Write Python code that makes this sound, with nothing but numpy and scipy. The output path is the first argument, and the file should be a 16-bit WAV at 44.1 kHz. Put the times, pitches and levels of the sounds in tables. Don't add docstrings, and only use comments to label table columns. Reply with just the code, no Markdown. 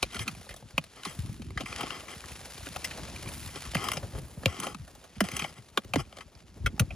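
import sys
import numpy as np
from scipy import signal
from scipy.fft import rfft, irfft, next_fast_len
from scipy.io import wavfile
from scipy.ndimage import map_coordinates

SR = 44100
rng = np.random.default_rng(int(sys.argv[2]) if len(sys.argv) > 2 else 0)


def inscribe(sig):
    pcm = np.round(np.clip(np.atleast_2d(sig).T, -1, 1) * 32767)
    wavfile.write(sys.argv[1], SR, pcm.astype(np.int16))


N = 306495

# start in seconds, level in dB, handle, crack and edge in dB re blade,
# left minus right in dB, blade pitch in Hz, handle pitch in Hz, force T60 in seconds.
STONE_HITS = [(0.0266, -13, -9.5, -2.5, -20, 1, 2400, 503, 0.031),
              (0.1448, -25.5, -5, -16, -12, 0, 3300, 1380, 0.018),
              (0.165, -26, -9.5, -3, -28, -1, 2540, 1270, 0.031),
              (0.192, -23.5, -14, 0, -20, -3, 3280, 1090, 0.018),
              (0.2772, -17.5, -15.5, -8.5, -18, -1, 2120, 1330, 0.042),
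              (0.3488, -39, -5.5, -17, -13, 1, 2530, 603, 0.022),
              (0.4907, -32.5, -10, -3, -21, -1, 1950, 510, 0.039),
              (0.5052, -34, -10, -14, -24, -1, 2190, 490, 0.1),
              (0.5402, -39, 0, -18, -8, 0, 1820, 510, 0.02),
              (0.5624, -40, -6, -15, -5, 1.5, 3700, 610, 0.044),
              (0.624, -47.5, 2, -17, -19, 1, 3420, 516, 0.0096),
              (0.7789, -7.5, -13, -27, -20, 0.5, 2660, 684, 0.019),
              (0.8393, -41, -8.5, 5, -9, 1, 2060, 560, 0.025),
              (1.0335, -31, -10, 3, -22, 0, 3210, 1430, 0.015),
              (1.05, -24.5, -8.5, 2.5, -30, -1, 2000, 1130, 0.034),
              (1.3279, -43, -26, -6, -2, 0.5, 1920, 361, 0.014),
              (1.4186, -37, -8, -6, -15, 1, 2200, 383, 0.023),
              (1.5046, -43.5, 1.5, 2, -12, 0, 2110, 353, 0.015),
              (1.5746, -18, -15, -11, -40, 0, 1930, 660, 0.026),
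              (1.6062, -26.5, -5.5, -9, -22, 1, 2140, 670, 0.06),
              (1.6576, -25.5, -15, -22, -16, -1, 2580, 977, 0.027),
              (1.726, -24.5, -10, -24, -29, 0, 2080, 594, 0.012),
              (1.7597, -28, -11, -25, -27, 1, 3020, 1130, 0.022),
              (1.8071, -21.5, -9, -26, -14, 1, 3050, 1080, 0.038),
              (1.8312, -27, -2.5, -22, -33, 2, 2750, 620, 0.032),
              (1.9048, -27, -2.5, -17, -27, 9, 2780, 1300, 0.014),
              (2.0822, -34, -10, -18, -16, 7, 2150, 1010, 0.024),
              (2.2393, -36, -5.5, -24, -26, 7, 1700, 1350, 0.02),
              (2.3179, -35, -19, -10, -12.5, -2, 2060, 353, 0.054),
              (2.6682, -25.5, -14, -20, -27, -1, 1640, 625, 0.02),
              (2.7603, -28.5, 0, -18, -9.5, 1, 2800, 750, 0.026),
              (2.843, -18, -20, -27, -15, 1.5, 3270, 487, 0.055),
              (2.9093, -26.5, -26, -9, -20.5, 1, 1930, 598, 0.046),
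              (3.161, -34, -14, 1, -8, -1, 2160, 1100, 0.018),
              (3.2586, -34, -9, -19, -23, -4, 2160, 1100, 0.017),
              (3.2881, -31.5, -8, -14, -7, 1, 1920, 401, 0.02),
              (3.5573, -28, -8.5, -4, -24, -2, 1680, 367, 0.024),
              (3.653, -30.5, -8, -7, -16, -2, 1760, 1210, 0.021),
              (3.7468, -21.5, -15, -2, -12, 2, 3230, 473, 0.019),
              (3.7504, -12, -11, -19, -18, 0, 2010, 696, 0.022),
              (3.7683, -17.5, -29, -22, -27, -1, 2540, 1360, 0.0092),
              (3.8394, -24, -7, -32, -13, 2, 3000, 1070, 0.047),
              (3.8855, -16.5, -8, -16, -10.5, 2, 3050, 1130, 0.01),
              (3.9165, -15, -15.5, -21, -7, 2, 3260, 840, 0.014),
              (3.9339, -25.5, -8, -17, -10, 2, 3020, 1250, 0.028),
              (3.9698, -21.5, -7, -26, -28, 2, 5100, 472, 0.027),
              (4.1859, -42.5, 4, -24, 3, -1, 2140, 420, 0.017),
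              (4.433, -40, 6, -22, -21, -2, 1840, 353, 0.027),
              (4.4577, -2.5, -11.5, -42, -19, 1, 2730, 510, 0.011),
              (4.6002, -24, -11, -12, -0.5, 1, 3100, 1280, 0.0092),
              (4.6321, -29, -2, -14, -12.5, 1, 3120, 1060, 0.052),
              (4.6676, -24, -4.5, -18, -9, 0, 2840, 635, 0.012),
              (4.7458, -34.5, -0.5, 6.5, -29, 3, 2550, 1300, 0.015),
              (4.8758, -45, -3, -15, -12, -3, 1690, 586, 0.063),
              (4.95, -49.5, 0, -17, 2, 0, 1860, 670, 0.027),
              (5.0394, -48, 3, -8.5, -9, -5, 1500, 360, 0.081),
              (5.2052, -9.5, -9.5, -13, -12.5, 0.5, 1970, 655, 0.028),
              (5.2064, -14.5, -14, -12, -27, 1, 2970, 1400, 0.017),
              (5.2395, -30.5, -5, -3, -8, -1, 3250, 666, 0.019),
              (5.2867, -22, -15, -1, -12, 0, 2060, 353, 0.0086),
              (5.3155, -26, -33, -19, -6.5, 1, 2380, 1200, 0.017),
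              (5.3658, -18, -18, -36, -4.5, 0, 3000, 1250, 0.014),
              (5.3924, -21, -10.5, -27, -11, 1, 2540, 1250, 0.035),
              (5.4209, -20, -14, -31, -33, 2, 2460, 1260, 0.016),
              (5.442, -20, -9, -32, -36, 2.5, 2420, 764, 0.036),
              (5.7739, -10, -5.5, -9, -19, -0.5, 3300, 1300, 0.025),
              (5.8186, -48, -11, -10, -10, 0.5, 2780, 810, 0.016),
              (5.846, -45, 0, -4, -0.5, -1, 1920, 382, 0.019),
              (5.9357, -14.5, -9, -16, -21, 0.5, 2240, 690, 0.032),
              (5.9577, -20.5, 1.5, -32, -18, 2, 2070, 323, 0.02),
              (6.126, -34.5, -11, -11, -35, 1, 3300, 606, 0.012),
              (6.1687, -39.5, -3.5, -1, -24, 1, 2300, 546, 0.024),
              (6.1852, -32, -8, -0.5, -36, 0, 2080, 436, 0.017),
              (6.2065, -34, -7, -8, -33, 3, 2030, 1240, 0.037),
              (6.351, -40.5, -9, -14, -30, -7, 5000, 482, 0.015),
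              (6.6605, -15, -5, -8, -16, 0.5, 2250, 1220, 0.044),
              (6.778, -43.5, 1.5, -24, -25, -1, 1880, 597, 0.019),
              (6.8176, -40, 3, -28, -24, -3, 1780, 340, 0.018),
              (6.7952, -13, -9, -2.5, -4.5, 0, 2700, 1380, 0.025),
              (6.9052, -28, -12, -46, -54, -1, 2360, 630, 0.047)]
# frequency in Hz, width before damping in Hz, gain in dB.
BLADE_MODES = [(1590, 140, -11.5), (2064, 190, -0.5), (2500, 190, -1.5), (2664, 397, -3), (2973, 300, -1.5),
               (3236, 124, 0), (4340, 25, -5.5), (4996, 59, -2.5), (5610, 26, -3.5)]
EDGE_MODES = [(6345, 170, 0), (7800, 49, 5), (9920, 99, 6), (10300, 51, -11), (11450, 71, -16),
              (12300, 97, -9), (12230, 82, 4.5), (13800, 25, -14), (14330, 100, -11.5)]
HANDLE_MODES = [(287, 310, 1), (531, 194, -1), (632, 116, -2), (852, 74, -1.5), (1085, 111, -1),
                (1367, 130, 1)]
# start in seconds, level in dB, nominal pitch 10 ms in, in Hz,
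# T60 in seconds, scuff in dB re swing.
THUDS = [(0.027, -32.5, 75, .1, -28), (0.152, -36.5, 215, 0.067, -20), (0.202, -30.5, 180, 0.088, -18),
         (0.27, -35.5, 227, 0.13, -20), (0.363, -42.5, 146, 0.12, -20), (0.498, -40, 73, 0.16, -10),
         (0.623, -43, 160, .11, -6), (0.739, -37, 68.5, 0.048, -20), (0.777, -29, 212, 0.069, -16),
         (1.061, -35, 234, 0.092, -27), (1.187, -24, 114, 0.076, -36), (1.233, -31, 85, 0.12, -19),
         (1.292, -27.5, 113, 0.034, -15), (1.395, -36, 199.5, 0.13, -14), (1.468, -37, 83.4, .1, -30),
         (1.5, -38, 116, .057, -13), (1.563, -31, 94, 0.098, -24), (1.601, -34.5, 245, 0.067, -15),
         (2.313, -37, 96, .078, -20), (2.626, -35, 71, .07, -33), (2.664, -39.5, 264, 0.06, -18),
         (2.759, -36, 83, .07, -20), (3.142, -39, 85, 0.074, -14), (3.257, -35.5, 102, 0.1, -8),
         (3.462, -34.5, 119, 0.075, -26), (3.683, -36.5, 86.6, .07, -20), (3.751, -22.5, 159, 0.076, -15),
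         (3.966, -31.5, 184, 0.067, -21), (4.03, -30.5, 91, 0.082, -3), (4.133, -32, 75, .089, -11),
         (4.15, -30, 71, 0.11, -4.5), (4.179, -36.5, 165, 0.11, 1), (4.221, -37.5, 125, 0.11, -32),
         (4.373, -32.5, 119, 0.068, -12), (4.459, -19.5, 130, 0.082, -4.5), (4.586, -37, 217, 0.12, -20),
         (4.745, -37, 244, .075, -18), (4.794, -36, 123, .16, -28), (5.164, -39.5, 148, 0.058, -16),
         (5.209, -19.5, 235, 0.09, -24), (5.417, -32.5, 221, 0.086, -24), (5.584, -41, 132, .07, -10),
         (5.773, -29, 254, 0.052, 1), (5.848, -41.5, 79.5, 0.1, -17), (5.908, -40, 90, .07, -33),
         (5.938, -31, 143, 0.22, -28), (5.957, -22, 235, 0.12, -20), (6.357, -42, 88, 0.068, -24),
         (6.603, -31, 81, 0.21, -42), (6.643, -19.5, 78, 0.097, -33), (6.664, -26, 119, 0.057, -10),
         (6.739, -48, 95, 0.054, -25), (6.802, -15, 134, 0.085, -13), (6.908, -33, 74, 0.16, -16)]
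# start and end in seconds, level in dB, change over the stroke in dB,
# edge and handle in dB re blade.
SCRAPES = [(0.13, 0.164, -43.5, 6, -4.5, -2.5), (0.2, 0.223, -39, 7, -1.5, -6),
           (0.294, 0.291, -43.5, -24, -4, 10.5), (0.98, 1.002, -52, 6, -17, 1.5),
           (1.069, 1.13, -36, -15, -3, -4.5), (1.6, 1.62, -39.5, -14, -7, -3),
           (1.675, 1.793, -41.5, -9, -3.5, 1), (1.802, 1.878, -37.5, -9, -22, 2),
           (1.916, 2.014, -38, -10.5, -12, -0.5), (2.102, 2.139, -41.5, -2.5, -6, -2),
           (3.556, 3.574, -44, 3.5, -5, 3), (3.658, 3.692, -47, -11, -4, 5.5),
           (3.776, 3.872, -39.5, 2.5, -10, 2), (3.89, 3.987, -38, -9, -2, -0.5),
           (4.142, 4.185, -58, 3, 3, 5.5), (4.48, 4.63, -42.5, -2.5, -7, 0),
           (4.644, 4.729, -40, -10, -1.5, 6), (5.25, 5.335, -37, -15, -4.5, -1.5),
           (5.351, 5.458, -37, -6.5, -4, -1.5), (5.481, 5.499, -49, 2, -3, -2),
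           (5.567, 5.586, -55.5, 7, -3, 1), (5.968, 6.01, -46, 9.5, -5, 2),
           (6.114, 6.224, -60.5, 7, -4.5, 2)]
# time in seconds, grit, crumb and dust levels in dB.
TRICKLE_LEVELS = [(0.0, -55, -71, -72), (0.43, -57, -59, -60), (0.6, -62.5, -64, -66),
                  (0.79, -63, -63, -81), (1.14, -54, -54, -53.5), (1.45, -61.5, -80, -68),
                  (1.6, -61, -70, -84), (1.78, -46, -52.5, -61), (2.05, -54, -52, -60.5),
                  (2.69, -51.5, -57.5, -54.5), (2.92, -50, -46.5, -59), (3.16, -50, -50, -61),
                  (3.35, -50.5, -54.5, -47), (3.62, -50.5, -73, -56.5), (3.81, -49, -56.5, -56),
                  (3.95, -56.5, -46.5, -61), (4.2, -60, -57.5, -60), (4.41, -63, -52.5, -59),
                  (4.59, -52, -56, -72), (4.76, -63, -63.5, -69), (4.99, -63.5, -58.5, -68),
                  (5.25, -60, -64, -87), (5.38, -54, -49, -63), (5.55, -64, -61, -69.5),
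                  (6.48, -67.5, -62.5, -88), (6.95, -63.5, -59, -78)]
# time in seconds, level in dB.
RUMBLE_LEVELS = [(0.0, -58), (0.21, -48), (0.31, -55.5), (0.83, -62), (1.06, -60), (1.35, -44.5),
                 (1.55, -46), (1.97, -57.5), (2.84, -51.5), (3.31, -42.5), (3.56, -51.5), (3.74, -50.5),
                 (3.91, -46.5), (4.72, -55.5), (4.9, -58.5), (5.13, -61), (5.36, -48), (5.57, -60),
                 (5.79, -67), (5.94, -53), (6.41, -61.5), (6.6, -49.5), (6.76, -45), (6.95, -50)]
# frequency in Hz, gain in dB.
CRACK_SPECTRUM = [(800, -55), (2500, -5), (4000, 7.5), (6000, -5.5), (10000, -4.5), (15000, -23)]
GRIT_SPECTRUM = [(300, -9), (1000, -0.5), (2500, 0), (5000, -2), (8000, -7.5), (11000, -9.5), (17000, -49)]
CRUMB_SPECTRUM = [(100, -17), (250, 0.5), (600, 4), (1200, -5.5), (3000, -15)]
DUST_SPECTRUM = [(3000, -48), (7000, -15), (10000, -3), (14000, -4), (17000, -9)]
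RUMBLE_SPECTRUM = [(20, -39), (40, 0), (65, 2), (110, -4), (200, -7), (400, -19.5), (900, -82)]
# centre in Hz, width in Hz, depth from 0 to 1.
TREBLE_DIPS = [(8100, 150, 0.42), (12900, 2730, 0.41)]
# frequency in Hz, left lead in radians.
MIC_LEAD = [(0, -0.5), (780, 0.5), (1720, 0.56), (2930, 0.74), (6800, 1), (8700, -4), (9730, -5.5),
            (10700, -6.5), (11600, -9), (12800, -10.5), (13300, 1), (14600, -21), (15200, -21.5),
            (16400, -6)]
# frequency in Hz, left minus right in dB.
MIC_BALANCE = [(60, 3.5), (110, 1), (200, 0.5), (380, 0.5), (700, 0.5), (1290, 4.5), (2380, 1), (4400, 4),
               (8120, 1.5), (15000, 0.5)]


def stone_hits():
    out, t = np.zeros((2, N + SR)), np.arange(SR // 8) / SR
    bury_db, damping_per_db = -15, 0.18
    hits = [*STONE_HITS, *pebbles()]
    for start_s, level_db, handle_db, crack_db, edge_db, pan_db, blade_hz, handle_hz, t60_s in hits:
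        damping = 1.68 + damping_per_db * max(level_db - bury_db, 0)
        force = rng.standard_normal(len(t)) * amp(-60 * t / t60_s) * (1 - np.exp(-t / 0.0013))
        force[SR // 1000] += 2.8
        stone = modes([(blade_hz, 170 * damping, -5)])
        iron = modes(BLADE_MODES, damping, scatter_db=3.62, favoured_hz=blade_hz)
        grip_mode = (handle_hz, 110, 1.5)
        wood = modes(HANDLE_MODES + [grip_mode], damping, scatter_db=4.96, favoured_hz=handle_hz)
        blade = filtered(force, lambda hz: iron(hz) + stone(hz))
        crack = shaped(force, CRACK_SPECTRUM)
        handle = filtered(force, lambda hz: wood(hz) * dispersion(hz, 1.228, low_hz=155, high_hz=2630))
        edge = filtered(force, modes(EDGE_MODES, damping, scatter_db=1.3))
        click = 0.12 * damping * np.diff(force, prepend=0)
        hit = (unit_peak(blade)
               + amp(crack_db + 2.5) * unit_peak(crack)
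               + amp(handle_db + 7) * unit_peak(handle)
               + amp(edge_db + 15.5) * unit_peak(edge + click))
        out[:, round(start_s * SR):][:, :len(t)] += amp(level_db - 4 + left_right(pan_db / 2)) * hit
    return out[:, :N]


def thuds():
    out, t = np.zeros(N + SR), np.arange(SR // 4) / SR
    for start_s, level_db, pitch_hz, t60_s, scuff_db in THUDS:
        jitter = np.interp(t, np.arange(64) * 0.00335, rng.standard_normal(64))
        fall_power = 0.45 + 0.082 * np.log2(pitch_hz / 120)
        glide_hz = pitch_hz * ((t + 0.0032) / 0.01344) ** -fall_power * (1 + 0.31 * jitter)
        attack = 1 - np.exp(-(t / 0.0044) ** 2)
        decay = amp(-60 * (t / t60_s) ** 1.93)
        swing = np.sin(2 * np.pi * np.cumsum(glide_hz) / SR) * attack * decay
        burst = rng.standard_normal(len(t)) * amp(-60 * t / t60_s)
        scuff = filtered(burst, modes([(510, 180, 0)]))
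        thud = unit_peak(swing) + amp(scuff_db) * unit_peak(scuff)
        out[round(start_s * SR):][:len(t)] += amp(level_db) * thud
    return out[:N]


def scrapes():
    bite_db_per_s, lift_db_per_s = 531, 1011
    blade, edge, handle = np.zeros((3, N))
    t = np.arange(N) / SR
    for start_s, end_s, start_db, change_db, edge_db, handle_db in SCRAPES:
        progress = np.clip((t - start_s) / max(end_s - start_s, 0.005), 0, 1)
        fade_db = bite_db_per_s * np.maximum(start_s - t, 0) + lift_db_per_s * np.maximum(t - end_s, 0)
        level_db = start_db + change_db * progress - fade_db
        blade += amp(level_db)
        edge += amp(level_db + edge_db)
        handle += amp(level_db + handle_db)
    rub = grains(rate_per_s=1600, spread_db=3.8, noise_share=0.4, decay_s=0.001) * jerks(rate_per_s=60)
    ring = lambda table: unit_rms(filtered(rub, modes(table, damping=1.17)))
    tool = blade * ring(BLADE_MODES) + edge * ring(EDGE_MODES) + handle * ring(HANDLE_MODES)
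    return tool * amp([[-3.5], [-5.5]])


def pebbles(count=60):
    grit_db = envelopes(TRICKLE_LEVELS)[0]
    flow = np.cumsum(amp(grit_db))
    when, blade_draw, handle_draw = rng.random((count, 3)).T
    onset = np.searchsorted(flow, when * flow[-1])
    over_grit_db, handle_db, crack_db, edge_db, pan_db = rng.normal(
        loc=[12, -12, -15, -22, 1.5], scale=[3, 5, 5, 5, 3], size=(count, 5)).T
    blade_hz, handle_hz = 1700 * 2.64 ** blade_draw, 360 * 2.73 ** handle_draw
    t60_s = np.full(count, 0.022)
    return np.column_stack([onset / SR, grit_db[onset] + over_grit_db, handle_db, crack_db, edge_db,
                            pan_db, blade_hz, handle_hz, t60_s])


def trickle():
    grit_db, crumb_db, dust_db = envelopes(TRICKLE_LEVELS)
    flow = jerks(rate_per_s=45)
    fines = flow * grains(rate_per_s=700, spread_db=6.6, noise_share=0.49, decay_s=0.0018)
    lumps = flow * grains(rate_per_s=140, spread_db=3.5, noise_share=0.39, decay_s=0.0099)
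    return (amp(grit_db + 2.5) * unit_rms(shaped(fines, GRIT_SPECTRUM))
            + amp(dust_db + 1.5) * unit_rms(shaped(fines, DUST_SPECTRUM))
            + amp(crumb_db) * unit_rms(shaped(lumps, CRUMB_SPECTRUM)))


def rumble():
    level_db, = envelopes(RUMBLE_LEVELS)
    bumps = grains(rate_per_s=45, spread_db=2.5, noise_share=0.35, decay_s=0.003)
    lows = lambda hz: amp(log_interp(RUMBLE_SPECTRUM, hz)) * dispersion(hz, 1.474, low_hz=39, high_hz=807)
    return amp(level_db + 5) * unit_rms(filtered(bumps, lows))


def bank_echo(x, delay_s=0.0015, t60_s=0.041):
    t = np.arange(SR // 40) / SR
    scatter = rng.standard_normal((2, len(t))) * amp(-60 * t / t60_s) * (t > delay_s)
    scatter /= np.linalg.norm(scatter[0])
    return x + amp(-11.5) * signal.fftconvolve(x, scatter, axes=1)[:, :N]


def modes(table, damping=1, scatter_db=0, favoured_hz=None):
    offset_db = scatter_db * rng.standard_normal(len(table))
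    if favoured_hz:
        offset_db -= 10.7 * np.abs(np.log2(np.array(table)[:, 0] / favoured_hz))
    return lambda hz: sum((-1) ** k * amp(gain_db + offset_db[k]) * 1j * hz * width_hz
                          / (mode_hz ** 2 - hz ** 2 + 1j * hz * width_hz * damping)
                          for k, (mode_hz, width_hz, gain_db) in enumerate(table))


def dispersion(hz, cycles, low_hz, high_hz):
    ratio = np.clip(hz, low_hz, high_hz) / high_hz
    return np.exp(-2j * np.pi * cycles * (np.log(ratio) - np.minimum(hz / high_hz, 1)))


def grains(rate_per_s, spread_db, noise_share, decay_s):
    onsets = rng.random(N) < rate_per_s / SR
    sizes = onsets * amp(spread_db * np.minimum(rng.exponential(size=N), 3.5))
    pan = amp(left_right(2.4 * rng.standard_normal(N)))
    decay = np.exp(-np.arange(SR // 40) / SR / decay_s)
    ticks = signal.fftconvolve(sizes * pan, decay[None], axes=1)[:, :N] * rng.standard_normal(N)
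    return unit_rms(np.sqrt(1 - noise_share) * unit_rms(ticks) + np.sqrt(noise_share) * stereo_noise())


def stereo_noise(correlation=0.92):
    mid, side = rng.standard_normal((2, N))
    angle_rad = np.arccos(correlation) / 2
    return np.cos(angle_rad) * mid + np.sin(angle_rad) * left_right(side)


def jerks(rate_per_s, depth_db=1.2):
    knots = rng.standard_normal(int(N * rate_per_s / SR) + 4)
    return amp(depth_db * map_coordinates(knots, [np.arange(N) * rate_per_s / SR]))


def filtered(x, response):
    length = x.shape[-1]
    padded = next_fast_len(length + 4096)
    return irfft(rfft(x, padded) * response(np.fft.rfftfreq(padded, 1 / SR)), padded)[..., :length]


def shaped(x, spectrum):
    return filtered(x, lambda hz: amp(log_interp(spectrum, hz)))


def log_interp(points, hz):
    knots_hz, values = np.transpose(points)
    return np.interp(np.log(hz + 1), np.log(knots_hz + 1), values)


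def envelopes(rows):
    times_s, *columns = np.transpose(rows)
    return [np.interp(np.arange(N) / SR, times_s, column) for column in columns]


def left_right(x):
    return np.outer([1, -1], x)


def amp(db):
    return 10 ** (np.asarray(db) / 20)


def unit_rms(x):
    return x / np.sqrt(np.mean(x ** 2) + 1e-20)


def unit_peak(x):
    return x / np.abs(x).max()


def scene():
    return bank_echo(stone_hits() + scrapes() + thuds()) + trickle() + rumble()


def record(dry):
    bass_cut_hz, rolloff_hz, top_hz = 45, 14900, 16700

    def response(hz):
        dips = np.prod([1 - depth * np.exp(-((hz - centre_hz) / width_hz) ** 2)
                        for centre_hz, width_hz, depth in TREBLE_DIPS], axis=0)
        bass_cut = hz ** 2 / (hz ** 2 + bass_cut_hz ** 2)
        treble_cut = amp(-25 * np.maximum(hz - rolloff_hz, 0) / 1100) * (hz < top_hz)
        phase = np.exp(1j * left_right(log_interp(MIC_LEAD, hz) / 2))
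        balance = amp(left_right(log_interp(MIC_BALANCE, hz) / 2 - 0.6))
        return dips * bass_cut * treble_cut * phase * balance
    return filtered(dry, response)


dry = scene()
out = record(dry)
inscribe(out)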